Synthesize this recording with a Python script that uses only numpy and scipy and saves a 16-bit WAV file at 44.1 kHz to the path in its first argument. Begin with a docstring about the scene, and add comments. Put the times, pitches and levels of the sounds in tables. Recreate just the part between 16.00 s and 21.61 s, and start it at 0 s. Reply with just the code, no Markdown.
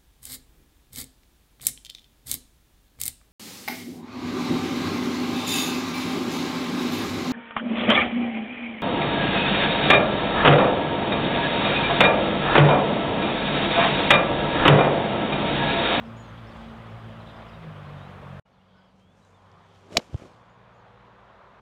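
"""On a golf fairway, wind and far traffic murmur, birds chirp, and a far engine drones, then slows.
The sound drops out for a moment and comes back quieter; a far roar and machine hums swell in.
Clothes rustle, and the club's shaft whistles as it sheds swirls of air on its way down.
The iron head rings briefly as it cracks the ball and cuts the turf.
Last, a clod thuds onto the grass and shoes scuff."""
import sys
import numpy as np
from scipy import signal
from scipy.io import wavfile
from scipy.ndimage import uniform_filter1d

SR = 44100
rng = np.random.default_rng(int(sys.argv[2]) if len(sys.argv) > 2 else 0)


def to_wav(sig):
    """Store sig (one row per channel, or 1-D mono) as 16-bit WAV at the path in sys.argv[1].

    Samples outside -1..1 are clipped; the rate is SR.
    """
    pcm = np.clip(np.atleast_2d(sig), -1, 1) * 32767
    pcm = np.round(pcm).astype(np.int16)
    wavfile.write(sys.argv[1], SR, pcm.T)  # frames by channels


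N = 247401
DROP_S, BACK_S = 2.398, 2.446  # the sound drops out, then comes back
# tone colour shared by the swing's whoosh and the scuffs (pitch [Hz], level [dB])
DULL_COLOUR = [(59, -33), (100, -7), (273, -3.5), (377, -3), (538, -3), (829, -16.5), (2260, -24),
               (4000, -34.5), (5200, -63), (8800, -120)]


def amp(db):
    """Turns decibels into a number to multiply a sound by."""
    return 10 ** (np.asarray(db) / 20)


def unit_level(x):
    """Scales a signal so that its average strength (rms) is 1."""
    return x / np.sqrt(np.mean(x ** 2) + 1e-20)


def add(mix, start_s, sound):
    """Lays a sound into the mix at its start time."""
    part = mix[round(start_s * SR):][:len(sound)]
    part += sound[:len(part)]


def wander(span_s):
    """A smooth random wobble; a longer span makes it slower."""
    size = max(int(span_s * SR), 1)
    return unit_level(uniform_filter1d(uniform_filter1d(rng.standard_normal(N), size), size))


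def noise(colour, patchy_db, flicker_db):
    """Noise of a given tone colour: patches of pitch come and go, and the whole level flickers."""
    frames, hz = N // 256 + 5, np.fft.rfftfreq(1024, 1 / SR)
    real, imag, patches = rng.standard_normal((frames, 513, 3)).T
    patches = unit_level(uniform_filter1d(uniform_filter1d(patches, size=12, axis=0), size=14, axis=1))
    points_hz, points_db = np.transpose(colour)
    colour_db = np.interp(np.log(hz + 1), np.log(points_hz + 1), points_db)[:, None]
    gain = amp(colour_db + patchy_db * patches + flicker_db * rng.standard_normal(frames))
    return unit_level(signal.istft((real + 1j * imag) * gain, nperseg=1024, noverlap=768)[1][:N])


def clumped(sound, depth_db, span_s):
    """Breaks a steady sound into small random clumps."""
    return unit_level(sound * amp(depth_db * wander(span_s)))


def swells(rows):
    """A loudness curve: each row rises until its time, holds, then fades."""
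    t = np.arange(N) / SR
    gains = (amp(db - rise * np.maximum(s - t, 0) - fade * np.maximum(t - s - hold, 0))
             for s, hold, db, rise, fade in rows)
    return np.sqrt(sum(gain ** 2 for gain in gains))


def echoes(sound, length_s, fade_s, gap_s=0):
    """A blur of many tiny echoes that fall by 60 dB in fade_s."""
    t = np.arange(int(length_s * SR)) / SR
    tail = rng.standard_normal(len(t)) * amp(-60 * t / fade_s) * (t >= gap_s)
    return signal.fftconvolve(sound, tail / np.linalg.norm(tail))[:N]


def open_air():
    """Wind in trees and far traffic make a steady murmur, quieter after the dropout."""
    # tone colour before and after the dropout (pitch [Hz], level [dB])
    early_colour = [(15, -51), (25, -30), (64, -6), (110, -6), (227, -12), (267, -17), (306, -17),
                    (553, -10), (974, -14.5), (1140, -12.5), (2130, -22.5), (3450, -27.5), (4400, -39.5),
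                    (7140, -47.5), (15600, -57.5)]
    calm_colour = [(21, -38.5), (35, -8.5), (70, -1), (110, -2.5), (177, 0), (217, -3), (318, -13.5),
                   (528, -4), (715, -9), (812, -9.5), (1970, -23), (2180, -19.5), (5040, -34),
                   (5580, -33.5), (15000, -52)]
    early = amp(-45.5) * noise(early_colour, patchy_db=.93, flicker_db=.4)
    calm = amp(-62) * noise(calm_colour, patchy_db=1.1, flicker_db=.4)
    return np.where(np.arange(N) / SR < BACK_S, early, calm)


def far_roar():
    """A far roar of noise swells in after the dropout."""
    # tone colour (pitch [Hz], level [dB])
    colour = [(150, -41), (250, -10.5), (312, -13), (391, -5), (419, -10.5), (488, -3.5), (523, -3),
              (1040, 0), (2600, -17), (3440, -21.5), (3840, -23), (5150, -36), (7000, -40.5), (9100, -67.5),
              (15400, -120)]
    # loudness curve (time [s], level [dB])
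    loudness = [(2.45, -69), (2.82, -62), (2.97, -71), (3.5, -58), (3.95, -61), (4.1, -59.5), (4.4, -57),
                (4.87, -54.5), (5.61, -54)]
    times, levels = np.transpose(loudness)
    t = np.arange(times[0], times[-1], 1 / SR)
    gain = amp(np.interp(t, times, levels)) * signal.windows.tukey(len(t), .01)
    out = np.zeros(N)
    add(out, times[0], gain * noise(colour, patchy_db=1.2, flicker_db=.4)[:len(t)])
    return out


def far_tone(hz, gain, flutter_db=1.5):
    """A pure tone that flutters on its long way through the air."""
    turns = np.cumsum(hz) / SR + rng.random() + .055 * wander(.05)
    return np.sqrt(2) * gain * amp(flutter_db * wander(.04)) * np.sin(2 * np.pi * turns)


def far_engine():
    """An engine drones at multiples of its firing rate (harmonics); their balance shifts as it slows."""
    # harmonics 1 and up (level working [dB], level coasting [dB], level after the dropout [dB])
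    harmonics = [(-53.5, -59, -75.5), (-50.5, -50, -72.5), (-55, -44, -74.5), (-53, -53, -70),
                 (-67, -67, -78), (-65.5, -70, -85)]
    # one harmonic swells or sinks for a while (harmonic number, middle [s], length [s], change [dB])
    wavers = [(4, 0.069, 0.4, 10.5), (2, .15, 0.25, 8.5), (2, 0.42, 0.27, 4.5), (2, 0.635, .3, -15),
              (1, .5, .5, 3), (4, 0.67, 0.59, 8.5), (5, 0.17, 1, 6), (3, 0.86, .5, 3.5), (2, 0.99, .7, 7),
              (1, 1.2, .4, -6), (4, 1.15, 0.28, 3.5), (1, 1.52, .3, 3), (3, 1.66, 0.27, 2),
              (3, 1.93, 0.44, 2), (3, 2.13, 0.22, -9), (4, 2.33, 0.13, 8), (4, 2.97, 1.37, 6.5),
              (4, 5., 0.74, 5.5), (4, 6.2, .3, 5)]
    ease_off_s, slowing_s = 1.53, .3
    t = np.arange(N) / SR
    since_ease = np.maximum(t - ease_off_s, 0)
    cruise_hz, idle_hz = 56.9 - .9 * t, 46.1 + .78 * since_ease
    cruising = np.exp(-(since_ease / slowing_s) ** 1.35)
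    firing_hz = cruising * cruise_hz + (1 - cruising) * idle_hz
    coasting = np.clip(since_ease / .086, 0, 1)
    out = np.zeros(N)
    for number, (work_db, coast_db, later_db) in enumerate(harmonics, 1):
        db = np.where(t < BACK_S, work_db + (coast_db - work_db) * coasting, later_db)
        for which, middle_s, length_s, change_db in wavers:
            if which == number:
                db += change_db * np.cos(np.pi * np.clip((t - middle_s) / length_s, -.5, .5)) ** 2
        out += far_tone(number * firing_hz, amp(db))
    return out


def far_machines():
    """Other far machines hum at nearly steady pitches after the dropout."""
    # hums (time [s], hold [s], level [dB], rise [dB/s], fade [dB/s], pitch [Hz], drift [Hz/s])
    hums = [(4.45, .65, -62.5, 14, 25, 115.5, 1), (4.9, .7, -67.5, 10, 10, 58., 0),
            (3.55, .35, -64.5, 32, 20, 167., 8), (4.4, .5, -70, 20, 20, 175., 3),
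            (3.3, .55, -62.5, 30, 14, 97.5, 1), (3.55, .4, -69, 50, 25, 391., 6),
            (5.0, .6, -71.5, 30, 10, 394., 2), (4.75, .4, -68, 25, 45, 485., 20)]
    t = np.arange(N) / SR
    return sum(far_tone(hz + drift * (t - swell[0]), swells([swell]) * (t > BACK_S))
               for *swell, hz, drift in hums)


def bird_note(hz, db, soft_share):
    """A bird's whistle: a gliding pure tone with soft ends."""
    envelope = np.sqrt(2) * amp(db) * signal.windows.tukey(len(hz), soft_share)
    return envelope * np.sin(2 * np.pi * np.cumsum(hz) / SR)


def birds():
    """Chirps and high calls flutter in the air and echo from the trees."""
    # short notes (time [s], length [s], start pitch [Hz], middle pitch [Hz], end pitch [Hz], level [dB])
    chirps = [(.03, .075, 5350, 5150, 4550, -76), (.215, .075, 4100, 4150, 4250, -69),
              (.468, .03, 4700, 5400, 5250, -68), (.905, .02, 5500, 5350, 5200, -74),
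              (1.202, .018, 4200, 4000, 3800, -62), (1.258, .06, 3750, 4050, 3800, -64.5),
              (1.265, .055, 3450, 3750, 3550, -64), (1.33, .03, 3600, 3550, 3450, -67.5),
              (1.36, .02, 5300, 4900, 4600, -70), (1.405, .025, 3550, 3600, 3550, -67.5),
              (1.482, .025, 5600, 5000, 4900, -70), (1.528, .03, 3750, 3800, 3550, -63),
              (1.845, .06, 4000, 4200, 4350, -71), (1.96, .12, 3600, 3750, 4100, -66),
              (2.448, .025, 2900, 2900, 2900, -77), (2.52, .075, 4750, 3900, 3200, -81),
              (2.595, .03, 2700, 2850, 2900, -77), (2.74, .1, 1480, 1500, 1540, -69),
              (2.755, .06, 5600, 5100, 4500, -83.5), (2.835, .09, 5500, 4800, 3600, -84),
              (2.985, .16, 3050, 3300, 3580, -74.5), (3.218, .058, 3700, 3950, 3400, -76),
              (3.335, .07, 3650, 3450, 3100, -75)]
    # calls that flick up, then slide down (time [s], length [s], top [Hz], end [Hz], level [dB])
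    high_calls = [(.158, .157, 6920, 6100, -66.5), (4.488, .105, 7070, 5700, -85),
                  (4.733, .105, 7020, 5750, -82)]
    flick_s, flick_hz, call_fade_db = .03, 1300, -9
    song = np.zeros(N)
    for start_s, length_s, *pitches, db in chirps:
        curve = np.polyfit([0, .5, 1], pitches, deg=2)
        hz = np.polyval(curve, np.linspace(0, 1, int(length_s * SR)))
        add(song, start_s, bird_note(hz, db, soft_share=.28))
    for start_s, length_s, top_hz, end_hz, db in high_calls:
        t = np.arange(0, length_s, 1 / SR)
        flick = np.maximum(1 - t / flick_s, 0) ** 3
        slide = np.maximum(t - flick_s, 0) / (length_s - flick_s)
        hz = top_hz - flick_hz * flick - (top_hz - end_hz) * slide ** 1.4
        fading_db = db + call_fade_db * np.minimum(2 * slide, 1) ** 3
        add(song, start_s, bird_note(hz, fading_db, soft_share=.2))
    song *= amp(2.3 * wander(.004))
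    return song + amp(-6) * echoes(song, length_s=.2, fade_s=.15)


def far_chatter():
    """Far birds or insects blur into swells of high noise."""
    # tone colour (pitch [Hz], level [dB])
    colour = [(2600, -37), (2950, -3), (3300, -2), (3650, -6), (4100, -13.5), (4900, -13), (5600, -44)]
    # two swells before the dropout, two after (time [s], hold [s], level [dB], rise [dB/s], fade [dB/s])
    bouts = [(.6, 0.027, -60.5, 23, 64), (1.3, .2, -64.5, 10, 15), (2.76, 0.11, -72.5, 23, 150),
             (3.7, .15, -72, 25, 7)]
    gain = np.where(np.arange(N) / SR < BACK_S, swells(bouts[:2]), swells(bouts[2:]))
    return gain * clumped(noise(colour, patchy_db=2.5, flicker_db=1.5), depth_db=1.3, span_s=.01)


def rustle():
    """Cloth and grass hiss, sleeves and flying grass fizz, torn turf and twisting shoes scuff."""
    # tone colours (pitch [Hz], level [dB])
    hiss_colour = [(710, -33.5), (1200, -4.5), (1350, -11), (1930, -16), (2890, -11.5), (3910, -16),
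                   (6440, -17.5), (14000, -39), (16000, -62)]
    fizz_colour = [(3000, -30), (5500, -2), (7000, -0.5), (9000, -10), (13000, -19.5), (16000, -36)]
    # movements (time [s], hold [s], level [dB], rise [dB/s], fade [dB/s])
    hisses = [(.596, .03, -67, 80, 80), (2.76, 0.11, -88, 64, 200), (3.0, .02, -74, 150, 250),
              (3.17, .1, -75, 120, 50), (3.43, .2, -76.5, 60, 40.5), (3.76, .12, -68.5, 70, 100),
              (3.929, 0.033, -54, 500, 600.5), (3.976, .001, -37, 1899.5, 1502),
              (3.99, .002, -54.5, 900, 420), (4.02, 0.031, -62, 300.5, 270), (4.14, 0.12, -62, 130, 250),
              (4.29, .04, -68.5, 301, 100)]
    fizzes = [(3.22, .08, -79, 80, 80), (3.95, .025, -63, 300, 300), (4.03, 0.029, -70.5, 200, 500),
              (4.16, .1, -76, 150, 300)]
    scuffs = [(3.992, 0.0065, -42, 1500.5, 699.5), (4.012, .01, -51, 900.5, 250),
              (4.135, 0.086, -53, 219.5, 98), (4.225, 0.038, -52, 250, 280)]
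    hiss = clumped(noise(hiss_colour, patchy_db=1, flicker_db=.9), depth_db=1.8, span_s=.002)
    scuff = clumped(noise(DULL_COLOUR, patchy_db=2.1, flicker_db=1.7), depth_db=4.8, span_s=.0024)
    fizz = clumped(noise(fizz_colour, patchy_db=1.5, flicker_db=.9), depth_db=1.8, span_s=.002)
    return swells(hisses) * hiss + swells(fizzes) * fizz + swells(scuffs) * scuff


def dry_ticks():
    """Tiny dry snaps, each only a few vibrations long."""
    # snaps (time [s], level [dB], pitch [Hz])
    ticks = [(3.25, -54, 7000.), (3.5165, -52, 5000.), (3.8, -60, 6000.), (4.1443, -45.5, 3000.),
             (4.205, -59, 4000.), (4.272, -58, 5920), (4.335, -55, 4000.), (4.348, -57, 3510)]
    out = np.zeros(N)
    for start_s, db, hz in ticks:
        turns = hz * np.arange(100) / SR
        add(out, start_s, amp(db) * np.sin(2 * np.pi * turns) * turns * np.exp(1 - turns))
    return out


def ground_thuds():
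    """Clods and feet give the ground a short, low push with a snap at its front."""
    # landings (time [s], level [dB], pitch [Hz], length [cycles], snap compared with push [dB])
    thuds = [(3.97, -33, 79.9, 1.36, -20), (4.0003, -28, 595, 1.1, -24.5), (4.0945, -40, 200., 1.5, -18),
             (4.1311, -33, 110, 1.44, 0), (4.1443, -16.5, 102.4, 1.58, -3), (4.2215, -36, 320, 2.4, 3.5),
             (4.259, -42, 330., 1, -15)]
    out = np.zeros(N)
    for start_s, db, hz, cycles, snap_db in thuds:
        t = np.arange(int(cycles / hz * SR)) / SR
        envelope = signal.windows.tukey(len(t), .7) * amp(-3.5 * hz * t)
        push = -np.sin(2 * np.pi * hz * t + .6) * envelope
        snap = -amp(snap_db) * (t / .0008) ** 2 * np.exp(2 - 2 * t / .00073)
        add(out, start_s, amp(db) * (push + snap))
    return out


def club_swing():
    """Swirls of air off the shaft whistle inside a whoosh; the pitch follows the club's speed."""
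    top_s, dig_s, speedup_s, brake_s = 3.957, 3.9765, .028, .0046
    slow_hz, top_hz, dig_hz, braked_hz = 240, 660, 683, 208
    # (time [s], hold [s], level [dB], rise [dB/s], fade [dB/s])
    dig_gain = swells([(dig_s, .0049, -21, 3000, 2300)])
    whoosh_gain = swells([(3.938, .017, -41, 230, 300.5)])
    t = np.arange(N) / SR
    in_air = t < dig_s - .003
    rising_hz = slow_hz + (top_hz - slow_hz) * np.exp(np.minimum(t - top_s, 0) / speedup_s)
    whistle_db = -32 + 70 * np.log2(rising_hz / top_hz) - 450 * np.maximum(t - top_s, 0)
    whistle_gain = amp(whistle_db) * (in_air & (t > top_s - .1))
    # the head digs in: a louder tone that drops as the turf brakes it
    braking_hz = braked_hz + (dig_hz - braked_hz) * np.exp(-(np.maximum(t - dig_s, 0) / brake_s) ** 3.5)
    hz = np.where(in_air, rising_hz, braking_hz) * (1 + .048 * wander(.003))
    tone = np.sqrt(2) * (whistle_gain + dig_gain) * np.sin(2 * np.pi * np.cumsum(hz) / SR)
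    return tone + whoosh_gain * noise(DULL_COLOUR, patchy_db=1.5, flicker_db=3.2)


def club_strikes():
    """Each blow makes the iron head ring briefly; how long the contact lasts picks which tones sound."""
    # ringing tones of head and ball (pitch [Hz], level [dB], time to fade by 60 dB [s])
    tones = [(940, 2.6, .0049), (1560, -15.3, .0038), (2370, 3.2, .0055), (2970, -3.2, .009),
             (4020, 1.9, .0047), (4650, 6., .0026), (5250, -11., .005), (6500, -8.5, .006),
             (8420, -23.4, .0071), (11280, -22.4, .0049), (13750, -12.5, .0045)]
    # blows from ball, turf and grit (time [s], level [dB], favoured pitch [Hz], spread [octaves])
    blows = [(3.9285, -40.5, 2280, 1.2), (3.9515, -42.5, 2640, 1.46), (3.96, -42, 2090, .6),
             (3.9692, -4.6, 840., .84), (3.9698, -1.8, 1920., .81), (3.97147, 2.7, 6560., .76),
             (3.9735, -12.1, 4050., .46), (3.97587, -17.7, 5530., 1.52), (3.992, -32, 2994, 0.43),
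             (3.9948, -33.5, 3200., .5)]
    t = np.arange(1500) / SR
    rise = 1 - np.exp(-t / .00025)
    out = np.zeros(N)
    for start_s, db, favoured_hz, spread in blows:
        for hz, tone_db, fade_s in tones:
            contact_db = -6 * (np.log2(hz / favoured_hz) / spread) ** 2
            envelope = rise * amp(db + tone_db + contact_db - 60 * t / fade_s)
            add(out, start_s, -envelope * np.sin(2 * np.pi * hz * t))
    return out


def scene():
    """The golf shot over the outdoor background; its sharp sounds scatter off the grass."""
    sharp = club_strikes() + dry_ticks()
    shot = club_swing() + sharp + ground_thuds()
    off_grass = amp(-20) * echoes(sharp, length_s=.1, fade_s=.032, gap_s=.002)
    golfer = shot + off_grass + rustle()
    background = open_air() + far_roar() + far_engine() + far_machines() + birds() + far_chatter()
    return (golfer + background)[None]


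def record(dry):
    """The small microphone loses the deepest bass; the sound drops out briefly; the top treble is cut."""
    bass_hz, treble_hz, fade_in_s = 32, 16500, .014
    t = np.arange(N) / SR
    dying_trace = amp(-33 - 700 * np.maximum(t - DROP_S, 0)) * (t < DROP_S + .027)
    fade_in = np.clip((t - BACK_S) / fade_in_s, 0, 1) ** 2
    dropout = np.where(t < DROP_S, 1, np.maximum(dying_trace, fade_in))
    bass_cut = signal.butter(2, bass_hz, "high", fs=SR, output="sos")
    treble_cut = signal.firwin(511, treble_hz, window=("kaiser", 9), fs=SR)
    return signal.oaconvolve(signal.sosfiltfilt(bass_cut, dry) * dropout, treble_cut[None], "same")


dry = scene()
out = record(dry)
to_wav(out)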